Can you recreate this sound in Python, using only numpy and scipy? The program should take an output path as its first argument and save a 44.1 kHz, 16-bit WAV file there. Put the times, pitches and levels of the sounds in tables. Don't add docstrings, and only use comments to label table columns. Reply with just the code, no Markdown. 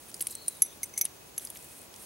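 import sys
import numpy as np
from scipy import signal
from scipy.fft import rfft, irfft
from scipy.io import wavfile
from scipy.ndimage import uniform_filter1d

SR = 44100
rng = np.random.default_rng(int(sys.argv[2]) if len(sys.argv) > 2 else 0)


def log_audio(samples):
    frames = np.atleast_2d(samples).T
    limited = np.clip(frames, -1, 1)
    pcm = np.round(limited * 32767).astype(np.int16)
    wavfile.write(sys.argv[1], SR, pcm)


def level_to_linear(level):
    exponent = np.asarray(level, float) / 20
    return 10 ** exponent


N = 90404


def level(x, db=0):
    return x * level_to_linear(db) / np.sqrt(np.mean(x ** 2))


def colour(x, points):
    hz, db = np.array(points, float).T
    f = np.fft.rfftfreq(N, 1 / SR) + 1
    return irfft(rfft(x) * level_to_linear(np.interp(np.log(f), np.log(hz), db)), N)


def smooth(x, width):
    return uniform_filter1d(uniform_filter1d(x, width), width)


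def walk(rate):
    hold = int(SR / rate)
    steps = np.repeat(rng.standard_normal(N // hold + 1), hold)
    return 1.44 * smooth(steps, hold)[:N]


def add(out, s, x):
    i = int(s * SR)
    out[i:i + len(x)] += x[:N - i]


def fade(t, t60):
    return np.exp(-np.log(1000) * t / t60)


def warble(hz, width_hz):
    slow = smooth(rng.standard_normal((2, N)), max(int(SR / width_hz), 1))
    phase = 2 * np.pi * np.cumsum(hz) / SR
    return level(slow[0] * np.cos(phase) + slow[1] * np.sin(phase))


def wood_air():
    air_db = -54
    # (frequency [Hz], level [dB])
    air_points = [(15, -56), (30, -15), (60, -5), (354, -4.5), (936, -10), (1400, -15.5), (6740, -19),
                  (16000, -21)]
    # (frequency [Hz], side level [dB])
    side_points = [(30, -21), (125, -9), (700, 1), (6500, 0.5), (9000, -18.5)]
    mid, side = (colour(rng.standard_normal(N) * level_to_linear(0.17 * walk(6.4)), air_points) for _ in range(2))
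    gain = level_to_linear(air_db) / np.std(mid)
    return gain * mid, gain * colour(side, side_points)


def far_bird(t):
    width_hz, upper_hz = 200, 260
    # (time [s], frequency [Hz], level [dB])
    call = [
        (0.269, 3915, -66),
        (0.329, 3930, -61.5),
        (0.42, 4087, -60),
        (.5, 3826, -66),
        (0.601, 3536, -72),
        (.67, 3470, -67.5),
        (.74, 3450, -67.5),
    ]
    s, pitch, db = np.array(call).T
    hz = np.interp(t, s, pitch)
    upper = 1.4 * warble(hz + upper_hz, width_hz) * level_to_linear(2.3 * walk(29.9))
    song = warble(hz, width_hz) + upper
    return song * level_to_linear(np.interp(t, s, db, left=-200, right=-200))


def crickets():
    cricket_hz, cricket_width_hz, cricket_db = 2535, 90, -74
    insect_hz, insect_width_hz, insect_db = 6500, 1000, -68.5
    cricket = warble(np.full(N, float(cricket_hz)), cricket_width_hz) * level_to_linear(cricket_db + 2 * walk(24.9))
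    insect = warble(np.full(N, float(insect_hz)), insect_width_hz) * level_to_linear(insect_db)
    return cricket + insect


def rustle(t):
    fibres_per_s, spread_db, snaps_db, snap_s = 900, 6.5, -0.5, 0.00064
    # (time [s], level [dB])
    motion = [(0, -55), (.07, -54), (.095, -48), (.12, -58), (.19, -52), (.24, -50), (.26, -51.5),
              (.36, -54), (.42, -55.5), (.53, -51.5), (.68, -55.5), (.85, -59.5), (.9, -58), (1.06, -60),
              (1.15, -59.5), (1.37, -62), (1.42, -50), (1.53, -54.5), (1.6, -53), (1.72, -51.5),
              (1.84, -52), (1.9, -62), (2.05, -49)]
    # (frequency [Hz], level [dB])
    cloth_points = [(2000, -11), (7000, -8.5), (8500, 1.5), (10500, 2.5), (15500, -11.5)]
    strength = level_to_linear(spread_db * np.minimum(rng.exponential(size=N), 2))
    clicks = (rng.random(N) < fibres_per_s / SR) * strength
    bursts = signal.lfilter([1], [1, -np.exp(-1 / (snap_s * SR))], clicks) * rng.standard_normal(N)
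    hiss = rng.standard_normal(N) * level_to_linear(2.2 * walk(30))
    s, db = np.array(motion).T
    return level(colour(level(bursts, snaps_db) + hiss, cloth_points)) * level_to_linear(np.interp(t, s, db))


def ticks():
    tick_db, width, rise = -3.5, 0.94, 0.046
    thud_s, thud_db, thud_hz = .2072, -36.5, 400
    # (time [s], peak level [dB], centre frequency [Hz], 60 dB fade [s])
    contacts = [(.1425, -23.5, 8460, 0.0029), (.195, -33, 11000, 0.015), (.2072, -25.5, 4750, 0.0061),
                (.2073, -21, 8000, 0.005), (.6203, -25.5, 6050, 0.01), (.2183, -26, 9500, .004),
                (.2845, -34, 10000, 0.011), (.298, -34, 10500, 0.016), (.2985, -38, 4300, 0.0092),
                (.116, -35, 7000, .004), (.166, -37, 9000, .006), (.2095, -18.5, 11800, 0.029),
                (.2235, -27, 10500, 0.0095), (.2235, -35, 3900, 0.016), (.269, -25, 9100, 0.0099),
                (.2692, -25, 4340, 0.011), (.304, -23.5, 10200, 0.066), (.325, -38, 9000, 0.011),
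                (.352, -23.5, 9400, 0.0067), (.4815, -24, 6060, 0.0049), (.6203, -15.5, 9500, 0.011),
                (.622, -13, 10200, 0.026), (.8313, -21, 9000, 0.0049), (.838, -22, 10000, 0.025),
                (.9748, -21, 8500, 0.028), (.9775, -18, 9100, 0.014), (.9885, -23.5, 9050, 0.026),
                (1.0118, -15.5, 6500, 0.005), (1.0122, -14.5, 8500, 0.017), (1.052, -20.5, 8160, 0.0067),
                (1.0545, -20.5, 8550, 0.0063), (1.059, -35.5, 2880, 0.022), (1.0592, -38, 6000, 0.036),
                (1.3646, -36, 11500, 0.0027), (1.379, -21, 8500, 0.0068), (1.3795, -28.5, 2900, 0.0027),
                  (1.396, -34, 9500, 0.011), (1.444, -42, 2520, 0.0084), (1.4724, -30.5, 9500, 0.008),
                  (1.4506, -31, 8500, 0.0065), (1.55, -34, 10500, 0.013), (1.565, -40, 7000, .006),
                  (1.5704, -30, 9300, 0.0081), (1.5015, -31, 9500, 0.0077), (1.558, -38, 3050, 0.014),
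                  (1.5738, -31.5, 9600, 0.0057), (1.6253, -41, 9000, 0.014), (1.642, -34.5, 10600, 0.033),
                  (1.9409, -36, 3980, 0.008), (1.9407, -36, 9800, .006), (1.961, -33.5, 8200, 0.015)]
    thud = [(thud_s, thud_db, thud_hz, .025), (thud_s, thud_db + 0.5, 4 * thud_hz, .012)]
    out, t = np.zeros(N), np.arange(4096) / SR
    f = np.fft.rfftfreq(len(t), 1 / SR)
    for s, db, hz, t60 in contacts + thud:
        width_hz = width * hz / (1 + t60 / 0.086)
        band = 1 / (1 + (2 * (f - hz) / width_hz) ** 4)
        band += level_to_linear(-22) * (f > hz / 5) * (f < hz)
        crack = level(irfft(rfft(rng.standard_normal(len(t))) * band), db + tick_db)
        onset = 1 - np.exp(-t / (rise * t60 ** 2 / 0.022))
        add(out, s, crack * fade(t, t60) * onset)
    return out


def snap():
    drift, rise_s = .002, 0.00012
    # (frequency [Hz], level [dB], 60 dB fade [s])
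    snap_tones = [(2030, 2.5, 0.012), (3450, 4, 0.013), (4900, -1, 0.014), (8310, -4, 0.026),
                  (9200, 3, 0.033), (9650, 4.5, 0.034), (9900, -0.5, 0.026), (10370, 3.5, 0.021),
                  (11050, 4, 0.022), (11960, -2, 0.025), (12680, 0.5, 0.034), (13790, -4, 0.035),
                  (14430, 0, 0.02), (15040, 3, 0.022)]
    # (time [s], level [dB], favoured frequency [Hz], spread [Hz], freedom from the fingers [ratio])
    clinks = [(.143, -29, 4900, 298, .9), (0.1432, -37, 9900, 500, 0.83), (.144, -40, 12300, 400, .9),
              (.218, -33, 8310, 250, 2.2), (0.2231, -20.5, 10440, 400, 0.62),
              (.270, -25.5, 10350, 900, 0.66), (0.2695, -34, 13790, 400, 0.98),
              (.325, -40, 4900, 300, 0.87), (0.352, -20.5, 8310, 300, .6), (0.476, -39, 9350, 402, 0.79),
              (0.4817, -32, 11400, 700, 1.2), (0.482, -23, 9470, 620, 0.84), (.569, -46, 9990, 400, 1.1),
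              (0.622, -32, 12400, 500, .7), (0.6515, -38, 9900, 200, .5), (.661, -36.5, 8310, 500, 0.99),
              (.662, -38, 9900, 300, .5), (0.8313, -28.5, 9700, 400, .9), (0.856, -40, 8760, 450, 1.4),
              (.839, -38, 13790, 300, .6), (0.978, -28.5, 9650, 300, 0.83), (.982, -29, 9650, 250, .8),
              (.981, -36, 14430, 400, 1.1), (1.012, -17, 12680, 250, .95), (1.012, -25.5, 15040, 298, .9),
              (1.044, -38, 11050, 200, 1.8), (1.044, -37, 9800, 250, .9), (1.0525, -24, 9800, 800, .6),
              (1.0539, -25, 11050, 250, 1.2), (1.396, -39, 8310, 300, .4), (1.443, -44, 11050, 250, 1.5),
              (1.4508, -30, 11050, 250, 1.3), (1.4508, -38, 9400, 400, .4), (1.472, -34, 4900, 300, 0.95),
              (1.502, -37, 9480, 500, 0.46), (1.558, -40, 12100, 400, 1)]
    # (time [s], level [dB], favoured frequency [Hz], spread [Hz],
    # freedom from the fingers [ratio])
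    knocks = [
        (.6205, -38, 2030, 300, 0.85),
        (1.012, -46, 3450, 300, .9),
        (1.0125, -40, 4900, 300, 0.98),
        (1.0535, -38.5, 3450, 300, 0.55),
        (1.502, -44, 3450, 300, 0.93),
        (1.565, -45.5, 2030, 300, .6),
        (1.571, -49, 3450, 300, .7),
        (1.396, -44, 3450, 400, .6),
    ]
    out, t = np.zeros(N), np.arange(SR // 12) / SR
    hz, db, t60 = np.array(snap_tones).T[:, :, None]
    for s, hit_db, mid_hz, spread_hz, free in clinks + knocks:
        uneven, detune = rng.standard_normal((2, len(hz), 1))
        favour = 1 / (1 + ((hz - mid_hz) / spread_hz) ** 4) ** .5
        gain = level_to_linear(hit_db + db + 1.2 * uneven) * favour
        tones = gain * np.sin(2 * np.pi * hz * (1 + drift * detune) * t) * fade(t, t60 * free)
        add(out, s, tones.sum(axis=0) * (1 - np.exp(-t / rise_s)))
    return out


def ring():
    rise_s, drift = .0008, 0.00065
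    rough, rough_hz = .16, 454
    tail_db, tail_stretch = [-36, -25, -22], 8
    # (frequency [Hz], partner frequency [Hz], partner level [dB], 60 dB fade [s])
    ring_pairs = [
        (11190, 11410, -5, 0.034),
        (5966, 6160, 1.5, 0.056),
        (2139, 2225, -7, 0.051),
    ]
    # (time [s], third pair level [dB], second pair level [dB], first pair level [dB],
    # freedom from the fingers [ratio])
    blows = [(.2095, -21, -57, -49, 0.94), (0.6202, -3.5, -24, -43, 1), (0.8316, -27.5, -29.5, -32, 0.81),
             (0.894, -58, -48.5, -65, 0.36), (0.9377, -47, -42.5, -46.5, 0.79),
             (0.9765, -30, -26, -36, 0.5), (.983, -26, -41, -46, 0.99), (1.0115, -19, -22, -35.5, 0.4),
             (1.0155, -19.5, -26.5, -37, 0.96), (1.3795, -19.5, -35.5, -49, 0.78),
             (1.4506, -45, -45, -63, 0.8), (.968, -52, -46, -43, 0.5), (.962, -53, -47, -55, 0.59),
             (1.5011, -35.5, -62, -65, 0.44)]
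    # (third pair's partner level [dB],
    # detune of first pair [%], detune of second pair [%])
    grips = [(-4, 1, 0), (-8, 0, -.3), (8, .5, 0.34), (.1, .1, .5), (.1, .5, .5), (-5, 0, 1), (.1, 1, 0.42),
             (.1, 6, -1), (-1, 3.5, -0.64), (3, -0.5, 0.2), (.1, .1, .1), (.1, -1, 0.78), (.1, .1, .5),
             (13, .1, .1)]
    out, t = np.zeros(N), np.arange(SR // 4) / SR
    hold = int(SR / rough_hz)
    for (s, *dbs, free), (third_partner_db, first_detune, second_detune) in zip(blows, grips):
        partner_dbs = [third_partner_db, *(1.64 * rng.standard_normal(2))]
        detunes = [0, second_detune, first_detune]
        for k, (hz, partner_hz, pair_db, t60) in enumerate(ring_pairs):
            slow = smooth(rng.standard_normal((2, len(t))), hold) * np.sqrt(hold)
            shake = slow[0] + 1j * slow[1]
            body = fade(t, t60 * free) * (1 + rough * shake)
            tail = level_to_linear(tail_db[k]) * free ** 8 * shake * fade(t, t60 * tail_stretch * free ** 3)
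            turn = 2j * np.pi * t * (1 + drift * rng.standard_normal() + detunes[k] / 100)
            pair = np.exp(turn * hz) - level_to_linear(pair_db + partner_dbs[k]) * np.exp(turn * partner_hz)
            sound = (pair * (body + tail)).imag
            add(out, s, level_to_linear(dbs[k]) * sound * (1 - np.exp(-t / rise_s)))
    return out


def tree_scatter(metal):
    trees_db, trees_t60 = -24, .1
    t = np.arange(SR // 5) / SR
    tails = rng.standard_normal((2, len(t))) * fade(t, trees_t60)
    return [signal.fftconvolve(metal, h / np.linalg.norm(h))[:N] * level_to_linear(trees_db) for h in tails]


def scene():
    ground_s, ground_db, near_side_db = .0035, -13.5, -24
    t = np.arange(N) / SR
    air_mid, air_side = wood_air()
    bird, insects = far_bird(t), crickets()
    metal = ticks() + snap() + ring()
    add(metal, ground_s, level_to_linear(ground_db) * metal.copy())
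    trees_mid, trees_side = tree_scatter(metal)
    near = metal + rustle(t)
    mid = air_mid + bird + insects + near + trees_mid
    side = air_side + 0.13 * bird + .5 * insects + 0.52 * trees_side
    side += level_to_linear(near_side_db) * np.roll(near, 3)
    return np.array([mid + side, mid - side])


def top_cut(x):
    return signal.sosfilt(signal.butter(12, 16470, fs=SR, output="sos"), x)


def record(dry):
    whine_hz, whine_db, top_hz = 15734, -62.5, 15900
    duck_db, duck_hold_s = -13, 0.021
    whine = level_to_linear(whine_db) * np.sin(2 * np.pi * whine_hz * np.arange(N) / SR)
    hold = int(duck_hold_s * SR)
    power = uniform_filter1d(dry.mean(axis=0) ** 2, hold, origin=(hold - 1) // 2)
    recent = np.sqrt(power + 1e-12)
    x = (dry + whine) / (1 + (recent / level_to_linear(duck_db)) ** 2)
    x = signal.sosfilt(signal.ellip(8, .2, 60, top_hz, fs=SR, output="sos"), x)
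    return top_cut(x)


dry = scene()
out = record(dry)
log_audio(out)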